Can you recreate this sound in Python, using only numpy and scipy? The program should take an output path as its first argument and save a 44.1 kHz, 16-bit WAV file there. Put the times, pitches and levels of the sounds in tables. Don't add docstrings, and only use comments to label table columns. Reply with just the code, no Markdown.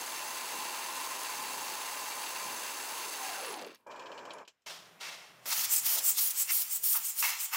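import sys
import numpy as np
from scipy import signal
from scipy.fft import rfft, irfft, next_fast_len
from scipy.io import wavfile
from scipy.ndimage import map_coordinates

SR = 44100
rng = np.random.default_rng(int(sys.argv[2]) if len(sys.argv) > 2 else 0)


def to_wav(s):
    ch = np.atleast_2d(s).T
    pcm = np.round(np.clip(ch, -1, 1) * 32767)
    wavfile.write(sys.argv[1], SR, pcm.astype(np.int16))


def ratio(d):
    e = np.asarray(d, float) / 20
    return 10 ** e


N = 333396
COARSE = 16


def rms_one(x):
    return x / np.sqrt(np.mean(x ** 2) + 1e-20)


def in_time(table):
    s, *columns = np.transpose(table)
    return [np.interp(np.arange(N) / SR, s, c, left=-140, right=-140) for c in columns]


def coloured(spectrum):
    hz, db = np.transpose(spectrum)
    size = next_fast_len(N)
    log_hz = np.log(np.arange(size // 2 + 1) * SR / size + 1)
    shape = ratio(np.interp(log_hz, np.log(hz), db))
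    return rms_one(irfft(rfft(rng.standard_normal(size)) * shape, size)[:N])


def band(x, low, high):
    return rms_one(signal.sosfilt(signal.butter(4, [low, high], "band", fs=SR, output="sos"), x))


def noise_band(low, high):
    return band(rng.standard_normal(N), low, high)


def drift(rate):
    r = np.exp(-64 * np.pi * rate / SR)
    white = rng.standard_normal(N // 32 + 1002)
    slow = signal.lfilter([1], [1, -2 * r, r * r], white)[1000:]
    return np.interp(np.arange(N) / 32, np.arange(len(slow)), rms_one(slow))


def resonances(modes, patchy_db=0., rate=14):
    white, out = rng.standard_normal(N), 0
    for k, (hz, width, db) in enumerate(modes):
        r = np.exp(-np.pi * width / SR)
        section = [1, 0, -1, 1, -2 * r * np.cos(2 * np.pi * hz / SR), r * r]
        swell = ratio(patchy_db * drift(rate)) if patchy_db else 1
        ring = signal.sosfilt([section, section], np.roll(white, 5003 * k))
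        out = out + ratio(db) * swell * rms_one(ring)
    return out


def bursts(events, column, decay_s, rise_s=0.00059):
    jumps = np.full(N, 1e-18)
    rows = np.array(events)
    jumps[np.round(rows[:, 0] * SR).astype(int)] = ratio(rows[:, column])
    fall, rise = np.exp(-1 / (decay_s * SR)), np.exp(-1 / (rise_s * SR))
    return signal.lfilter([1 - rise], np.convolve([1, -fall], [1, -rise]), jumps)


def strokes(rows, column, fade_s):
    t = np.arange(N) / SR
    return sum(row[column] * np.clip(np.minimum(t - row[0], row[1] - t) / fade_s, 0, 1) for row in rows)


def hump(start, length, rise, fall, swell_db=0., size=1):
    t = np.arange(0, N, size) / SR - start
    swell = swell_db * (np.clip(t / length, 0, 1) - .5)
    return swell - rise * np.maximum(-t, 0) - fall * np.maximum(t - length, 0)


def spike(peak_s, rise_s, fall_s, haste=1):
    return hump(peak_s, 1e-4, 20 / rise_s, haste * 20 / fall_s, size=COARSE)


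def filled(coarse):
    return np.interp(np.arange(N) / COARSE, np.arange(len(coarse)), coarse)


def bent(x, share):
    at = np.arange(N) + np.cumsum(share - np.mean(share))
    return map_coordinates(x, [at], order=3, mode="mirror")


# (time [s], level [dB])
SHOP_LEVEL = [(4.662, -68), (4.72, -68), (5.42, -67), (5.7, -66), (6.15, -70), (6.22, -73.5), (6.6, -80),
              (6.66, -73), (7.2, -76), (7.32, -83), (7.53, -82), (7.56, -72)]
# (frequency [Hz], density [dB per Hz])
SHOP_COLOUR = [(18, -44), (30, -14), (48, -26), (64, -18), (149, -13), (397, -5), (600, -5.5), (780, -27),
               (1320, -120)]
# (frequency [Hz], width [Hz], level [dB])
FAN_HUMS = [
    (122.7, 18, -8.5),
    (168.4, 28, -3.5),
    (192.4, 25, -7),
]


def shop():
    level_db, = in_time(SHOP_LEVEL)
    murmur = rms_one(coloured(SHOP_COLOUR) + resonances(FAN_HUMS))
    mic_hiss = noise_band(40.3, 3400) + 0.29 * noise_band(3400, 15000)
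    return murmur * ratio(level_db + 1.2 * drift(6.7)) + ratio(-84.5) * mic_hiss


def lift_levels():
    start_s, stop_s, slack_s = 3.866, 4.42, 0.042
    fall = 525
    run = hump(start_s, stop_s - start_s, 9000, fall)
    late = hump(start_s + slack_s, stop_s - start_s - slack_s, 900, fall, swell_db=-6.0)
    end_stop = [(4.4757, -58.5)]   # (s, peak dB)
    bump = bursts(end_stop, column=1, decay_s=0.012) + ratio(-22.0) * bursts(end_stop, column=1, decay_s=0.083)
    idle = ratio(-73 + hump(3.8, 0.076, 300, 300))
    motor = ratio(-47 + run) + bump + idle
    slide = ratio(-61.5 + np.minimum(run, late)) + ratio(2.0) * bump
    thin = ratio(-82.5 + run) + ratio(-20.0) * bump
    return motor, slide, thin


# (frequency [Hz], density [dB per Hz])
LIFT_COLOUR = [(24, -65), (40, -34), (226, -8.5), (529, 4), (770, -3), (942, 4), (1950, -18), (2440, -15),
               (3830, -25), (7170, -23.5), (16000, -70)]
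# (frequency [Hz], width [Hz], level [dB])
COLUMN = [(580, 74, -7), (970, 250, -1), (1626, 240, -6.5), (2390, 87, -3.5), (3050, 84, -19),
          (3260, 130, -10)]
# (frequency [Hz], width [Hz], level [dB])
SLIDE_MODES = [(5250, 500, -11), (7200, 820, -13), (8100, 400, -18)]
# (time [s], peak [dB], bright part [dB])
TICKS = [(3.8678, -62, -63), (3.9114, -47, -62), (3.919, -54, -74), (3.9594, -47, -62),
         (3.9943, -41.5, -57), (4.022, -48, -72), (4.058, -42.5, -66), (4.066, -51, -70), (4.117, -42, -60),
         (4.1434, -60, -64), (4.1765, -39, -60), (4.19, -49, -66), (4.252, -43, -56), (4.295, -55, -66),
         (4.306, -36.5, -62), (4.334, -53, -58), (4.383, -48, -62), (4.45, -54, -76), (4.4772, -42, -55),
         (4.619, -74, -79)]
# (frequency [Hz], width [Hz], level [dB])
TICK_MODES = [(2500, 300, -5), (3050, 500, 0), (4200, 1400, -4), (5500, 1400, -5), (7200, 1200, -7)]


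def lift():
    motor, rub, faint = lift_levels()
    grind, buzz = coloured(LIFT_COLOUR), ratio(.8 * drift(70))
    drone = band(grind + ratio(-4.0) * resonances(COLUMN), 60, 1940) * motor * buzz
    slide = band(band(grind, 1660, 8500) + resonances(SLIDE_MODES), 960, 8000) * rub * buzz
    thin = band(rng.standard_normal(N) + resonances([(12700, 500, -15)]), 8000, 15000)
    thin = thin * (faint + ratio(-15.0) * bursts(TICKS, column=2, decay_s=0.0076))
    ticks = ratio(-7.0) * bursts(TICKS, column=1, decay_s=0.011) * band(resonances(TICK_MODES), 1400, 4800)
    snaps = ratio(-1.0) * bursts(TICKS, column=2, decay_s=0.014) * noise_band(4800, 7900)
    chip = [(4.3343, -44.5)]
    ping = bursts(chip, column=1, decay_s=0.0028) + ratio(-15.0) * bursts(chip, column=1, decay_s=0.02)
    ping = ratio(-6.5) * ping * resonances([(6800, 500, -2), (10000, 820, 0), (5000, 3200, -5)])
    return drone + slide + ticks + snaps + ping + thin


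# (time [s], peak [dB])
CHAFES = [(3.386, -31), (3.4094, -29), (3.4301, -33), (3.458, -28), (3.466, -33), (3.481, -32),
          (3.489, -34), (3.499, -36), (3.522, -28), (3.535, -36), (3.561, -38), (3.6127, -40)]
# (frequency [Hz], width [Hz], level [dB])
CHAFE_MODES = [
    (9700, 600, -9),
    (10600, 1000, 0),
]
# (time [s], peak [dB])
SQUEAKS = [
    (3.568, -48),
    (3.613, -54),
    (3.663, -52),
    (3.747, -53),
    (3.803, -72),
]
# (frequency [Hz], width [Hz], level [dB])
SQUEAK_MODES = [(9700, 500, -3), (12700, 500, -5), (14500, 900, -8)]
# (time [s], peak [dB])
KNOCKS = [
    (3.508, -31),
    (3.54, -25.5),
    (3.592, -33),
    (3.622, -30),
    (3.6454, -36),
    (3.6733, -47),
    (3.7271, -48),
    (3.7451, -41),
    (3.756, -43),
    (3.767, -60),
]
# (time [s], level [dB])
ECHO_OF_STOP = [
    (3.75, -73),
]


def chafes():
    white = rng.standard_normal(N)
    rub = resonances(CHAFE_MODES) + .35 * band(white, 6000, 15000)
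    rub = ratio(-13) * bursts(CHAFES, column=1, decay_s=0.006, rise_s=0.002) * rub
    squeak = bursts(SQUEAKS, column=1, decay_s=0.004, rise_s=0.001) * resonances(SQUEAK_MODES)
    knock = ratio(-8.0) * bursts(KNOCKS, column=1, decay_s=0.0025, rise_s=0.0007) * band(white, 1500, 6700)
    echo = bursts(ECHO_OF_STOP, column=1, decay_s=0.05) * band(white, 2000, 15500)
    return rub + squeak + knock + echo


# (time [s], pitch [Hz], level [dB])
WHINE = [(0, 852, -55), (3.1, 859, -74), (3.25, 809, -48), (3.4, 595, -50), (3.48, 470, -44),
         (3.56, 337, -48), (3.63, 248.8, -51), (3.69, 190, -57.5), (3.745, 145, -72), (3.78, 70.2, -88),
         (3.86, 39.7, -100)]


def slowed(full_db, loss_db, bend):
    hz = np.maximum(in_time(WHINE)[0], 1)
    thirds = np.maximum(np.log(WHINE[0][1] / hz) / np.log(3), 0)
    return full_db - loss_db * thirds ** bend


# (multiple [1], level [dB])
WHINE_ORDERS = [
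    (2, -6.5),
    (2.32, -2),
    (3, -7),
    (4, -22),
]
# (frequency [Hz], gain [dB])
CASING = [(150, -9), (300, -7.5), (480, -0.5), (620, -4), (800, -2.5), (1000, -6), (1300, -14), (1560, 1.5),
          (1850, -10), (2300, 3.5), (3500, -9)]


def whine():
    hz, db = in_time(WHINE)
    overtones_db = slowed(-1.5, -6.794, 1)
    phase, out = 2 * np.pi * np.cumsum(hz * (1 + .025 * drift(12))) / SR, 0
    casing_hz, casing_db = np.transpose(CASING)
    for k, order_db in [(0.99, -overtones_db)] + WHINE_ORDERS:
        rate = 60 + 20 * k
        smeared = (.75 + drift(rate)) * np.sin(k * phase) + drift(rate) * np.cos(k * phase)
        radiated_db = np.interp(k * hz, casing_hz, casing_db)
        out = out + ratio(db + overtones_db + order_db + radiated_db) * smeared
    out = out + ratio(hump(3.25, 0.16, 200, 500)) * resonances([(785, 53, -48)])
    return signal.sosfilt(signal.butter(3, 170, "high", fs=SR, output="sos"), out)


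# (frequency [Hz], density [dB per Hz])
SPINDLE_COLOUR = [(18, -78), (30, -35), (320, -11), (650, -5), (780, -6), (1100, -2.5), (1430, -8),
                  (2480, -7.5), (3500, -11), (5700, -12.5), (7000, -12.5), (11500, -15.5), (16000, -14)]
# (frequency [Hz], width [Hz], level [dB])
HEAD = [(2328, 25, -21), (2730, 200, -13), (2728, 60, -22), (4600, 300, -18), (5430, 200, -23),
        (6230, 130, -15.5), (6390, 170, -15.5), (6800, 200, -20), (7320, 170, -19.5), (7735, 50, -28),
        (7908, 50, -23), (8060, 120, -24), (8492, 45, -23), (8945, 45, -27), (9710, 100, -26),
        (10500, 900, -13), (13900, 570, -29), (15300, 500, -19)]
# (frequency [Hz], width [Hz], level [dB])
HOUSING = [(853.5, 84, -13.5), (922, 165, -11.5), (1028.5, 46, -13), (2070, 15, -30)]
# (start [s], end [s], level [dB])
FEED_JOLTS = [
    (0.47, 0.687, -65),
    (1.3, 1.76, -66.5),
    (2.42, 2.6, -62),
]


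def spindle():
    turning = np.arange(N) < WHINE[-1][0] * SR
    shaken = coloured(SPINDLE_COLOUR) + resonances(HEAD, patchy_db=-0.5)
    load_db = np.maximum(hump(0.6, 1.9, 10, 10), -2.5)
    gear_hz = 1028 * (1 + 0.01185 * drift(8.2))
    gear = ratio(-12 + 2.5 * drift(31) + 2.0 * drift(1.4)) * np.sin(2 * np.pi * np.cumsum(gear_hz) / SR)
    shaken = shaken + ratio(slowed(3.4, 11, 0.9) + load_db) * (resonances(HOUSING) + gear)

    body = ratio(slowed(-43, 3.6, 3.2) - 2.0 + 0.23 * drift(25)) * band(shaken, 257, 2190)
    mid = ratio(slowed(-44.5, 5.7, 2.23) + 1.0 * drift(37)) * band(shaken, 1600, 5075)
    hiss = ratio(slowed(-45, 13.3, 1.65)) * band(shaken, 4170, 8920)
    top = ratio(slowed(-47, 16, 1.4)) * band(shaken, 9500, 16800)
    hiss = ratio(0.44 * drift(59)) * (hiss + top)
    grain = ratio(np.minimum(slowed(1.25, -1.3, 1), 2.8) * drift(260))
    jolts = strokes([(a, b, ratio(db)) for a, b, db in FEED_JOLTS], column=2, fade_s=0.058)
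    rumble = (ratio(slowed(-66.5, 3, 1.8)) + jolts) * ratio(0.83 * drift(12.0)) * band(shaken, 20, 337)
    return turning * (body + grain * (mid + hiss) + rumble)


# (peak [s], rise [s per 20 dB], fall [s per 20 dB], level [dB], low share [0-1])
FLAPS = [
    (5.532, .05, .02, -29, .7),
    (5.652, .03, .02, -33, .6),
    (5.99, .03, .02, -28, .4),
    (6.188, .04, .04, -31, .8),
    (6.3075, .006, .02, -27, .1),
    (6.932, .005, .02, -29, .2),
    (7.205, .015, .012, -28, .05),
    (7.293, .015, .03, -32, .2),
]


def flaps(jet):
    dull, bright, out = band(jet, 3300, 7500), band(jet, 6000, 15500), 0
    for peak_s, rise_s, fall_s, db, low in FLAPS:
        gain = filled(ratio(db + spike(peak_s, rise_s, fall_s)))
        out = out + gain * (np.sqrt(low) * dull + np.sqrt(1 - low) * bright)
    return out


# (peak [s], rise [s per 20
# dB], fall [s per 20 dB], level [dB], place [0-2.5])
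STRIKES = [
    (4.666, 0.003, 0.13, -48.5, 2.5),
    (5.03, 0.034, 0.25, -44, 2),
    (5.462, 0.0051, 0.19, -48.5, 0.3),
    (5.525, 0.034, 0.028, -35, 1.64),
    (5.97, 0.12, 0.17, -48.5, 0.25),
    (6.185, 0.015, 0.029, -42, 1.74),
    (6.507, 0.034, 0.021, -31.5, 2.5),
    (6.954, 0.019, 0.071, -40, 1.24),
    (7.226, 0.003, 0.16, -30, 1.79),
    (7.537, 0.027, 2.1, -35.5, 1.52),
]


def struck(haste):
    return [ratio(2 * (db + spike(peak_s, rise_s, fall_s, haste))) for peak_s, rise_s, fall_s, db, place in STRIKES]


# (full flow from [s], for [s], level [dB], low part [dB], swell to the end [dB])
REFILLS = [
    (5.72, 0.068, -28.5, 1.5, -3.5),
    (6.047, 0.063, -28, 0.5, 1.5),
    (6.376, 0.047, -29.5, 1, 2.5),
    (6.715, 0.056, -35, 1, -2.5),
    (7.05, 0.053, -34, 1, 0),
    (7.405, 0.055, -36.5, 5, -2),
]


def arch():
    t = np.arange(0, N, COARSE) / SR
    bows = []
    for start, length, *_ in REFILLS:
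        half = length / 2
        bows.append(np.clip(((t - start - half) / (half + 0.017)) ** 2, 0, 1))
    return filled(np.min(bows, axis=0))


def flow(rows, layer):
    over_db, share, rise, fall = layer
    power = 0
    for start, length, db, low_db, sudden, swell_db in rows:
        shape = hump(start, length, rise * sudden, fall, swell_db, size=COARSE)
        power = power + ratio(2 * (db + over_db + share * low_db + shape))
    return power


# (full flow from [s], for [s], level [dB], rise [dB per s], haste of the fall [1])
PUFFS = [
    (4.6632, 0.045, -47.5, 9000, 1.11),
    (5.01, 0.08, -47, 1800, 0.87),
]
# (over the puff [dB], room fall [dB per s], lingering level [dB])
PUFF_LAYERS = [
    (-2.5, 75, -63),
    (0.5, 89.5, -76),
    (-8.5, 105, -76.5),
    (-12.5, 98, -75),
]
# (full flow from [s], for [s], level [dB], low part when aimed at the work [dB], suddenness [1])
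SQUEEZES = [
    (5.485, 0.058, -39.5, -25, 1.8),
    (5.58, 0.072, -34, 5, 0.17),
    (5.865, 0.095, -30, 2.5, 0.82),
    (6.184, 0.1, -29.5, -1.5, 1.1),
    (6.512, 0.11, -30, -2, 1.1),
    (6.839, 0.13, -28.5, -4, 2.2),
    (7.187, 0.09, -32.5, -1, 0.9),
    (7.535, 0.05, -39, -25, 1.3),
]
# (over the stroke [dB], share of low part [1], rise [dB per s], fall [dB per s])
SQUEEZE_LAYERS = [
    (-18, 1.75, 360, 246),
    (-10.5, 1.08, 453, 396),
    (-9.5, 0.22, 454, 500),
    (0.15, 0.01, 600, 650),
]
REFILL_LAYERS = [
    (-21, 1.44, 42, 210),
    (-12.5, 0.24, 180, 380),
    (-3.5, 0.11, 400, 390),
    (0, 0.01, 560, 900),
]
SPLASH_DB = [
    -7,
    -4.5,
    -11,
    -7,
]
NEAR_S = 5.457


def blower_levels():
    t, keep = np.arange(0, N, COARSE) / SR, ratio(-120 * COARSE / SR)
    squeezes = [(*row, -1.5) for row in SQUEEZES]
    refills = [(*row[:4], 1, row[4]) for row in REFILLS]
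    for k, (over_db, fall, linger_db) in enumerate(PUFF_LAYERS):
        far = (t >= PUFFS[0][0]) * ratio(2 * linger_db)
        for start, length, db, rise, haste in PUFFS:
            far = far + ratio(2 * (db + over_db + hump(start, length, rise, fall * haste, size=COARSE)))
        back = flow(refills, REFILL_LAYERS[k]) * ratio(-2 * 2 * arch()[::COARSE])
        splash = ratio(2 * SPLASH_DB[k]) * sum(struck(0.77))
        near = flow(squeezes, SQUEEZE_LAYERS[k]) + back + splash
        near = near + ratio(2 * -21) * signal.lfilter([1 - keep], [1, -keep], near) * 10
        yield filled(np.sqrt(np.where(t < NEAR_S, far, near))), filled(back / (near + 1e-20))


# (frequency [Hz], density [dB per Hz])
FAR_COLOUR = [(120, -51), (200, -9), (509, -10), (623, -2), (950, -5), (1000, -3), (2560, -9), (14900, -10),
              (16000, -22)]
# (frequency [Hz], density [dB per Hz])
JET_COLOUR = [(120, -66), (200, -53), (683, -22), (883, -14.5), (1080, -16.5), (1210, -13.5), (1590, -16),
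              (2210, -12.5), (3830, -10.5), (15100, 17.5), (16000, 16)]
# (frequency [Hz], width [Hz], level [dB])
EDGES = [(4350, 460, -3), (5270, 910, 1), (6340, 600, -3.5), (6920, 300, 2), (8100, 570, -1),
         (10850, 820, -7.5), (13650, 680, -10), (13400, 750, -10), (14550, 600, -5)]
# (frequency [Hz], width [Hz], level [dB])
NOZZLE = [(6280, 200, -3), (7350, 60, -4), (7600, 150, 2.5), (8540, 60, -11), (12600, 100, -10),
          (13300, 120, -1), (13800, 200, 1), (14700, 130, 4), (14350, 120, 12), (15600, 150, 4)]
# (frequency [Hz], width [Hz], level [dB])
DEEP_SLOT = [(414, 930, 2), (636, 670, 8)]
HOLES = [(930, 190, 4), (1230, 610, 8)]
GAPS = [(2154, 340, 1.5), (2676, 180, 1), (1870, 320, -6.5)]


def blower():
    far = np.arange(N) < NEAR_S * SR
    near, begun = np.count_nonzero(far), np.arange(N) >= PUFFS[0][0] * SR
    (work, _), *layers = blower_levels()
    jet = np.where(far, coloured(FAR_COLOUR), coloured(JET_COLOUR))
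    edges = bent(resonances(EDGES, patchy_db=3.0, rate=25), .04 * drift(10))
    pipe = bent(resonances(NOZZLE, patchy_db=3.0, rate=25), .015 * drift(12))
    edge_tone = resonances([(7620, 170, 0.65), (12200, 250, -2)])
    pipe = pipe + bent(edge_tone, -0.16 * arch()) * ratio(2.0 * drift(30))

    def hiss(low, high):
        return np.concatenate([band(jet[:near], low, high), band(jet[near:], low, high)])

    out = flaps(rng.standard_normal(N))
    bands = [(2980, 6120, 0.22), (6620, 9540, 0.73), (9800, 17300, 0.46)]   # (low Hz, high Hz, whistle)
    for (low, high, whistle), (gain, refill) in zip(bands, layers):
        piped = np.clip(0.73 * whistle * refill, 0, 1)
        mottled = rms_one(hiss(low, high) + 0.6 * ~far * band(edges, low, high))
        out = out + gain * (np.sqrt(1 - piped) * mottled + np.sqrt(piped) * band(pipe, low, high))
    for k, hollow in enumerate([DEEP_SLOT, HOLES, GAPS]):
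        power = 0
        for strike, (*_, place) in zip(struck(1), STRIKES):
            power = power + strike * ratio(-2 * 10.5 * (place - k) ** 2)
        out = out + filled(np.sqrt(power)) * begun * rms_one(resonances(hollow))
    return (out + work * hiss(313, 2960)) * ratio(0.76 * drift(50))


def scene():
    mono = shop() + lift() + chafes() + whine() + spindle() + blower()
    return np.array([mono, mono])


def low_pass(x):
    return signal.sosfilt(signal.butter(12, 17000, fs=SR, output="sos"), x)


def record(dry):
    rounded = .4 * np.tanh(dry / .4)
    finished = signal.sosfilt(signal.ellip(14, .5, 80, 15800, fs=SR, output="sos"), rounded)
    return low_pass(finished)


dry = scene()
out = record(dry)
to_wav(out)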